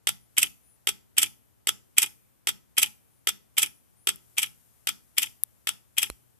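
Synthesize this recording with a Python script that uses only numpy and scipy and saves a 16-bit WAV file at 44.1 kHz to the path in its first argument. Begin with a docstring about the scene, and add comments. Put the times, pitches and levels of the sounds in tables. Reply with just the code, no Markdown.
"""Faint hum and air noise of a quiet small room, at once broken by the steel clack of a fuel injector.
It is switched open and shut every 0.8 s. A dial gauge rests on its plunger: each stroke is a clack,
a short whirr of gears and a second clack as the needle stops, all noise bursts ringing the body's modes.
Hiss is filtered noise and the few thin whistles are gliding sines. The hand-held camera hovers close by,
lifts away, ticks twice and is bumped once near the end; damped sines make these touches."""
import sys
import numpy as np
from scipy import signal
from scipy.fft import rfft, irfft, next_fast_len
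from scipy.io import wavfile
from scipy.ndimage import map_coordinates

SR = 44100
rng = np.random.default_rng(int(sys.argv[2]) if len(sys.argv) > 2 else 0)


def dump_mix(stems):
    """Bounce the given channels to the path in sys.argv[1] as a 16-bit WAV at rate SR."""
    frames = np.atleast_2d(stems).T  # one column per channel
    limited = np.clip(frames, -1, 1)  # hard clip at full scale
    pcm = np.round(limited * 32767).astype(np.int16)
    wavfile.write(sys.argv[1], SR, pcm)


N = 281799
TIME = np.arange(N) / SR

# spectrum of the room air before its level is set: [frequency_hz, relative_db]
AIR_COLOUR = [(25, -14.5), (62, 9.5), (110, 8), (170, 5), (300, -3), (1000, -10), (2500, -18), (5000, -21),
              (8000, -18.5), (11000, -17.5), (13200, -17), (14100, -19), (14500, -47)]
# spectrum of the hiss before its level is set: [frequency_hz, relative_db]
HISS_COLOUR = [(300, -5), (4500, -13.0), (8000, -4.5), (11500, 0), (12800, -2), (12980, 4),
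               (13200, -2), (14100, -3.0), (14500, -40.5)]
# course of the hiss, before the balance of the ports: [time_s, level_db]
HISS_COURSE = [(0.0, -81), (0.36, -67), (1.74, -79), (1.9, -70), (2.49, -82), (2.65, -73.5), (4.02, -70),
               (4.27, -62.5), (6.39, -70.5)]
# thin whistles, each a shallow arch in pitch: [start_s, length_s, glide_hz, level_db]
WHISTLE_EVENTS = [(0.18, 0.094, 400, -63), (.63, 0.14, 0, -57.5), (3.106, 0.12, 103, -67.5),
                  (3.71, .1, 100, -61), (3.958, 0.14, 1355, -59)]
WHISTLE_HZ, WHISTLE_ARCH_HZ = 9920, 360
# damped modes of the camera's case when it ticks: [pitch_hz, left_db, right_db, t60_s]
TICK_MODES = [(1630, -28, -39, 0.0033), (3750, -23.5, -42, 0.0074), (5700, -14, -30, 0.0025),
              (11240, 16, -14, 0.0018)]
# damped modes of the camera's case when it is bumped: [pitch_hz, left_db, right_db, t60_s]
BUMP_MODES = [(55, -38, -33, 0.1), (490, -33.5, -20, 0.0058), (1250, -29.5, -17, 0.0033),
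              (2230, -27, -17.5, 0.0031), (4100, -39, -28.5, 0.018), (7000, -21, -35, 0.0028),
              (10640, -13, -24, 0.0031)]
# ticks on the camera's case: [start_s, relative_db]
TICK_EVENTS = [(4.1595, -26.5), (5.4358, 0)]
BUMP_S = 6.1004
# likeness of diffuse noise at the two ports: [frequency_hz, correlation]
PORT_LIKENESS = [(60, -0.58), (130, -0.98), (300, -.65), (1400, -0.064), (3100, .2), (7000, 0)]
# colour of the left microphone port: [frequency_hz, gain_db]
LEFT_COLOUR = [(400, 0.5), (2500, 0.5), (3400, 1.5), (5500, 1), (9600, -0.5), (10500, 7.5), (11800, 4),
               (12800, 1), (13400, 6.5), (14500, -2)]
# colour of the right microphone port: [frequency_hz, gain_db]
RIGHT_COLOUR = [(400, -4), (2500, -2), (3400, 1), (6900, 1), (8050, 15), (8700, 4), (9200, 8), (10400, -4),
                (11500, -11), (12800, -13), (13700, -8)]
# reverberation time of the room: [frequency_hz, t60_s]
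ROOM_DECAY = [(150, 0.81), (600, 0.33), (3000, 0.26), (8000, 0.28), (13000, 0.26)]
# colour of the room's echo: [frequency_hz, gain_db]
WALL_COLOUR = [(130, -5.0), (400, -17.0), (1000, -16.5), (3000, -21.5), (5000, -15.0), (8000, -18.5),
               (11300, -14.0), (14000, -18.5)]
# decay [frequency_hz, t60_s] and colour [frequency_hz, gain_db] of the lingering treble haze
HAZE_DECAY = [(1000, 1.3), (10000, 1.7)]
HAZE_COLOUR = [(500, -36.5), (3000, -46.5), (5000, -48.5), (8000, -40.5), (11000, -35)]
# decay [frequency_hz, t60_s] and colour [frequency_hz, gain_db] of the boom in bench and room
BOOM_DECAY = [(100, .42), (300, 0.14)]
BOOM_COLOUR = [(60, -31.0), (105, -13), (135, -9.5), (200, -13.5), (300, -20.0), (600, -48.5), (2000, -89.5)]
# the camera's move: [time_s, share_of_way_from_gauge_to_controller, injector_left_right_db]
CAMERA_PATH = [(4.08, 0, -0.8), (4.38, .75, 0.5), (5.0, 1, 2.5)]
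# broad colour of the steel body with gauge and bench: [frequency_hz, gain_db]
BODY_COLOUR = [(40, -33), (130, -19.5), (280, -8), (520, -14.5), (1050, -15.5), (1600, -7), (2050, 1),
               (3400, 5), (4200, -9), (5000, -3), (7000, -2.5), (14000, -2)]
# narrow modes of the same body: [pitch_hz, width_hz, peak_db above the broad colour]
BODY_MODES = [(398, 43, 10), (332, 21, 3.8), (879, 91, 12), (1316.6, 64, 14.9), (2437, 170, 3.9),
              (3040, 110, 6), (3277, 42, 7.2), (3540, 15, 4.6), (4790, 66, 1.3), (5910, 140, 4),
              (10600, 82, 3.7), (11800, 380, 4.1)]
# contacts within an opening stroke, from the plunger's clack to the needle's stop and rebounds:
# [delay_s, relative_db, knock_db, treble_db, rise_s per 60 dB, t60_s]
OPENING_CONTACTS = [(.0006, 0, 6, -1.5, 0.5, 0.032), (.0048, 2, -5.5, -5.5, 1, 0.0079),
                    (0.021, -2.5, 0, -1, 0.06, 0.027), (.0215, 3, -1.5, -.5, 0.01, 0.0053),
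                    (0.0318, -12, -2.5, -5, 0.2, .055)]
# contacts within a closing stroke:
# [delay_s, relative_db, knock_db, treble_db, rise_s per 60 dB, t60_s]
CLOSING_CONTACTS = [(-.0139, -24, 3, -2, .002, .08), (-.0012, -4, -2, -12, .025, 0.024),
                    (.001, 2, -3.5, 3.5, 0.0044, .018), (.0095, -11, -4, 0.5, .05, .075),
                    (0.0387, -12.5, -7, 3, 0.025, 0.08), (0.0492, -1.5, -1.5, 1.5, .014, .024),
                    (0.0583, -10, 2, -11.5, .008, .042), (.0795, -21.5, -8.5, 2.5, .003, .014),
                    (0.0877, -23, 1, -8.5, .03, .025)]
# colour given by the seat the plunger lands on when opening: [frequency_hz, gain_db]
OPENING_SEAT = [(280, -1), (400, 0), (600, 2), (1000, 2.5), (1650, .5), (2450, -2.5), (3000, -.5),
                (3300, 2), (5500, 1.5), (9000, -.5)]
# colour given by the seat the plunger lands on when closing: [frequency_hz, gain_db]
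CLOSING_SEAT = [(170, -2), (290, 2), (410, -4), (600, -3), (900, 0), (1330, -3), (2000, 0), (2480, 2.5),
                (3050, -1), (5000, -1), (13000, 0)]
# the controller's clock: first opening, length of a cycle, time held open
FIRST_OPEN_S, CYCLE_S, HELD_OPEN_S = .0703, .80003, .3115
TOP_HZ = 14500  # upper band limit of the camera's sound


def amp(db):
    """A level in decibels is twenty times the logarithm of an amplitude ratio."""
    return 10 ** (np.asarray(db) / 20)


def unit(x):
    """Dividing by the root mean square gives a signal unit power."""
    return x / np.sqrt(np.mean(x ** 2) + 1e-20)


def along(points, hz):
    """A response given at a few frequencies is interpolated on a logarithmic axis."""
    frequency, value = np.transpose(points)
    return np.interp(np.log(hz + 1), np.log(frequency + 1), value)


def coloured(x, gain):
    """Minimum-phase filtering: folding the cepstrum makes a given gain causal."""
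    size = 2 * next_fast_len((x.shape[-1] + SR // 10) // 2)
    log_gain = np.log(np.maximum(gain(np.fft.rfftfreq(size, 1 / SR)), 1e-6))
    cepstrum = irfft(log_gain, size)
    cepstrum[..., 1:size // 2] *= 2
    cepstrum[..., size // 2 + 1:] = 0
    response = np.exp(rfft(cepstrum))
    return irfft(rfft(x, size) * response, size)[..., :x.shape[-1]]


def noise_pair(size):
    """Partial coherence: shared and opposed noise set how alike the ports are at each frequency."""
    likeness = along(PORT_LIKENESS, np.fft.rfftfreq(size, 1 / SR))
    turn = np.arccos(np.clip(likeness, -1, 1)) / 2
    spectra = rfft(rng.standard_normal((2, size)))
    mid, side = irfft(spectra * [np.cos(turn), np.sin(turn)], size)
    return np.array([mid + side, mid - side])


def three_bands(x, knock_hz=750, treble_hz=4300):
    """Complementary crossovers part a sound into knock, middle and treble that sum to it."""
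    size = x.shape[-1]
    hz, spectrum = np.fft.rfftfreq(size, 1 / SR), rfft(x)
    knock = 1 / (1 + (hz / knock_hz) ** 6)
    below_treble = 1 / (1 + (hz / treble_hz) ** 8)
    parts = (knock, below_treble - knock, 1 - below_treble)
    return np.array([irfft(spectrum * part, size) for part in parts])


def hum(hz=120, left_db=-74, right_db=-79, waver_db=3.0):
    """Mains hum is a steady tone, here slowly modulated in strength and phase."""
    swell, drift = (map_coordinates(rng.standard_normal(size=90), [TIME * 13]) for _ in range(2))
    tone = np.sin(2 * np.pi * hz * TIME + drift / 2)
    return tone * amp(waver_db * swell) * amp([[left_db], [right_db]])


def background(air_db=-65.5, hiss_left_db=1, hiss_right_db=-6):
    """Broadband noise shaped in frequency makes room air and a hiss that comes and goes; hum is added."""
    air = amp(air_db) * unit(coloured(noise_pair(N), lambda hz: amp(along(AIR_COLOUR, hz))))
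    fizz = unit(coloured(noise_pair(N), lambda hz: amp(along(HISS_COLOUR, hz))))
    hiss = amp(np.interp(TIME, *np.transpose(HISS_COURSE))) * fizz
    return air * amp([[1.2], [-1.2]]) + hiss * amp([[hiss_left_db], [hiss_right_db]]) + hum()


def whistles(waver_hz=90, left_db=-1, right_db=-9):
    """Frequency modulation: each thin whistle is a sine whose phase sums a gliding, arched pitch."""
    out = np.zeros(N)
    for start, length, glide_hz, db in WHISTLE_EVENTS:
        u = np.linspace(0, 1, int(length * SR))
        pitch = WHISTLE_HZ + glide_hz * (u - .5) - WHISTLE_ARCH_HZ * (2 * u - 1) ** 2
        pitch += waver_hz * map_coordinates(rng.standard_normal(size=40), [u * 39])
        swell = np.sqrt(np.abs(np.sin(np.pi * u)))
        tone = np.sin(2 * np.pi * np.cumsum(pitch) / SR)
        out[round(start * SR):][:len(u)] += amp(db) * swell * tone
    return out * amp([[left_db], [right_db]])


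def tap(start, modes, rise):
    """Modal decay: one touch on the camera's case rings a few well-damped modes."""
    out, t = np.zeros((2, N + SR)), np.arange(SR // 5) / SR
    for hz, left_db, right_db, t60 in modes:
        ring = np.sin(2 * np.pi * hz * t) * amp(-60 * t / t60) * (1 - np.exp(-t / rise))
        out[:, round(start * SR):][:, :len(t)] += amp([[left_db], [right_db]]) * ring
    return out[:, :N]


def handling():
    """Structure-borne impulses reach the ports as ticks, stronger at the left, and then a bump."""
    ticks = sum(amp(db) * tap(start, TICK_MODES, rise=0.00048) for start, db in TICK_EVENTS)
    return ticks + tap(BUMP_S, BUMP_MODES, rise=0.00012)


def room(x, t60_points, build):
    """Diffuse reverberation: noise builds up briefly and dies at each frequency's own rate."""
    hz, t, spectrum = signal.stft(noise_pair(SR), SR, nperseg=256)
    fade = amp(-60 * t / along(t60_points, hz)[:, None])
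    growth = 1 - np.exp(-t / build)
    tail = signal.istft(spectrum * fade * growth, SR, nperseg=256)[1]
    # the left channel alone serves as the source
    return signal.fftconvolve(x[:1], tail / np.linalg.norm(tail[0]), axes=1)[:, :N]


def afterglow(x):
    """Long treble decay leaves a faint haze after each stroke."""
    haze = room(x, HAZE_DECAY, build=.03)
    return coloured(haze, lambda hz: amp(along(HAZE_COLOUR, hz))) * amp([[1], [-3]])


def bench_boom(x):
    """Delayed build-up: each jolt sets off a low boom in bench and room that swells a moment later."""
    swell = room(x, BOOM_DECAY, build=0.022)
    return coloured(swell, lambda hz: amp(along(BOOM_COLOUR, hz)))


def camera(s):
    """Position sets level and balance: share of the way moved, and left-right dB of the injector."""
    times, away, pan_db = np.transpose(CAMERA_PATH)
    return np.interp(s, times, away), np.interp(s, times, pan_db)


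def moving_away(x, knock_db=-7, treble_db=-1.5):
    """Near-field loss: lifting off the gauge weakens the close knock and a little of the treble."""
    away, _ = camera(TIME)
    padded = np.pad(x, ((0, 0), (0, next_fast_len(N) - N)))
    knock, middle, treble = three_bands(padded)[..., :N]
    return knock * amp(knock_db * away) + middle + treble * amp(treble_db * away)


def ports(x, depth):
    """Port response: full colour for direct sound, evened out for sound from all sides."""
    return coloured(x, lambda hz: amp(depth * np.array([along(LEFT_COLOUR, hz), along(RIGHT_COLOUR, hz)])))


def body(hz):
    """Modal resonance: injector, gauge and bench add narrow power peaks to a broad colour."""
    modes = sum((amp(db) ** 2 - 1) / (1 + (2 * (hz - centre) / width) ** 2)
                for centre, width, db in BODY_MODES)
    return amp(along(BODY_COLOUR, hz)) * np.sqrt(np.abs(1 + modes))


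def strokes(first_s, contacts, seat, level_db, away_db, repeat, scatter_db, grain_db):
    """Impact excitation: contacts are bursts of tiny steel impacts, partly alike in every cycle."""
    size, lead = SR // 4, SR // 40
    t, out = (np.arange(size) - lead) / SR, np.zeros((2, N + SR))
    # the same parts meet each time, so a share of the noise power repeats
    habit, share = noise_pair(size), np.clip(repeat, 0, 1)
    # all is still until half a millisecond before the first contact
    moving = np.clip(1 + (t - contacts[0][0]) * 2000, 0, 1)
    for start in np.arange(first_s, N / SR, CYCLE_S):
        away, pan_db = camera(start)
        power = 0  # of knock, middle and treble
        for delay, db, knock_db, treble_db, rise, t60 in contacts:
            envelope_db = -60 * np.maximum((t - delay) / t60, (delay - t) / rise)
            band_db = np.array([[knock_db], [0], [treble_db]])
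            power = power + amp(db + scatter_db * rng.normal() + envelope_db + band_db) ** 2
        grain = map_coordinates(rng.standard_normal(size=160), [np.linspace(0, 159, size)])
        teeth = amp(grain_db * grain)
        chatter = three_bands(np.sqrt(share) * habit + np.sqrt(1 - share) * noise_pair(size))
        burst = np.sum(chatter * np.sqrt(power)[:, None], axis=0) * unit(teeth) * moving
        placed = burst * amp(away_db * away) * amp([[pan_db / 2], [-pan_db / 2]])
        out[:, round(start * SR) - lead:][:, :size] += placed
    return coloured(out[:, :N], lambda hz: amp(level_db + along(seat, hz)))


def scene():
    """Superposition: strokes ring the body, fill the room and join the background at the two ports."""
    opening = strokes(FIRST_OPEN_S, OPENING_CONTACTS, OPENING_SEAT, level_db=-17.0, away_db=-2.1,
                      repeat=0.62, scatter_db=0.77, grain_db=1.35)
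    closing = strokes(FIRST_OPEN_S + HELD_OPEN_S, CLOSING_CONTACTS, CLOSING_SEAT, level_db=-10, away_db=-3.5,
                      repeat=0.38, scatter_db=0.96, grain_db=1.5)
    direct = coloured(opening + closing, body)
    echo = coloured(room(direct, ROOM_DECAY, build=0.0013), lambda hz: amp(along(WALL_COLOUR, hz)))
    heard = ports(moving_away(direct), depth=1) + ports(echo, depth=.45)
    tails = bench_boom(opening + closing) + afterglow(direct)
    return heard + tails + background() + whistles() + handling()


def record(dry, low_cut_hz=42, bend=.012):
    """Square-law distortion adds a soft thud to hard clacks; peaks clip and the band is limited."""
    bent = np.clip(dry + bend * dry ** 2, -1, 1)

    def band(hz):
        """Magnitude response: a second-order low cut and a very steep high cut."""
        low_cut = hz ** 2 / np.sqrt(hz ** 4 + low_cut_hz ** 4)
        high_cut = 1 / np.sqrt(1 + (hz / TOP_HZ) ** 100)
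        return low_cut * high_cut

    return coloured(bent, band)


dry = scene()
out = record(dry)
dump_mix(out)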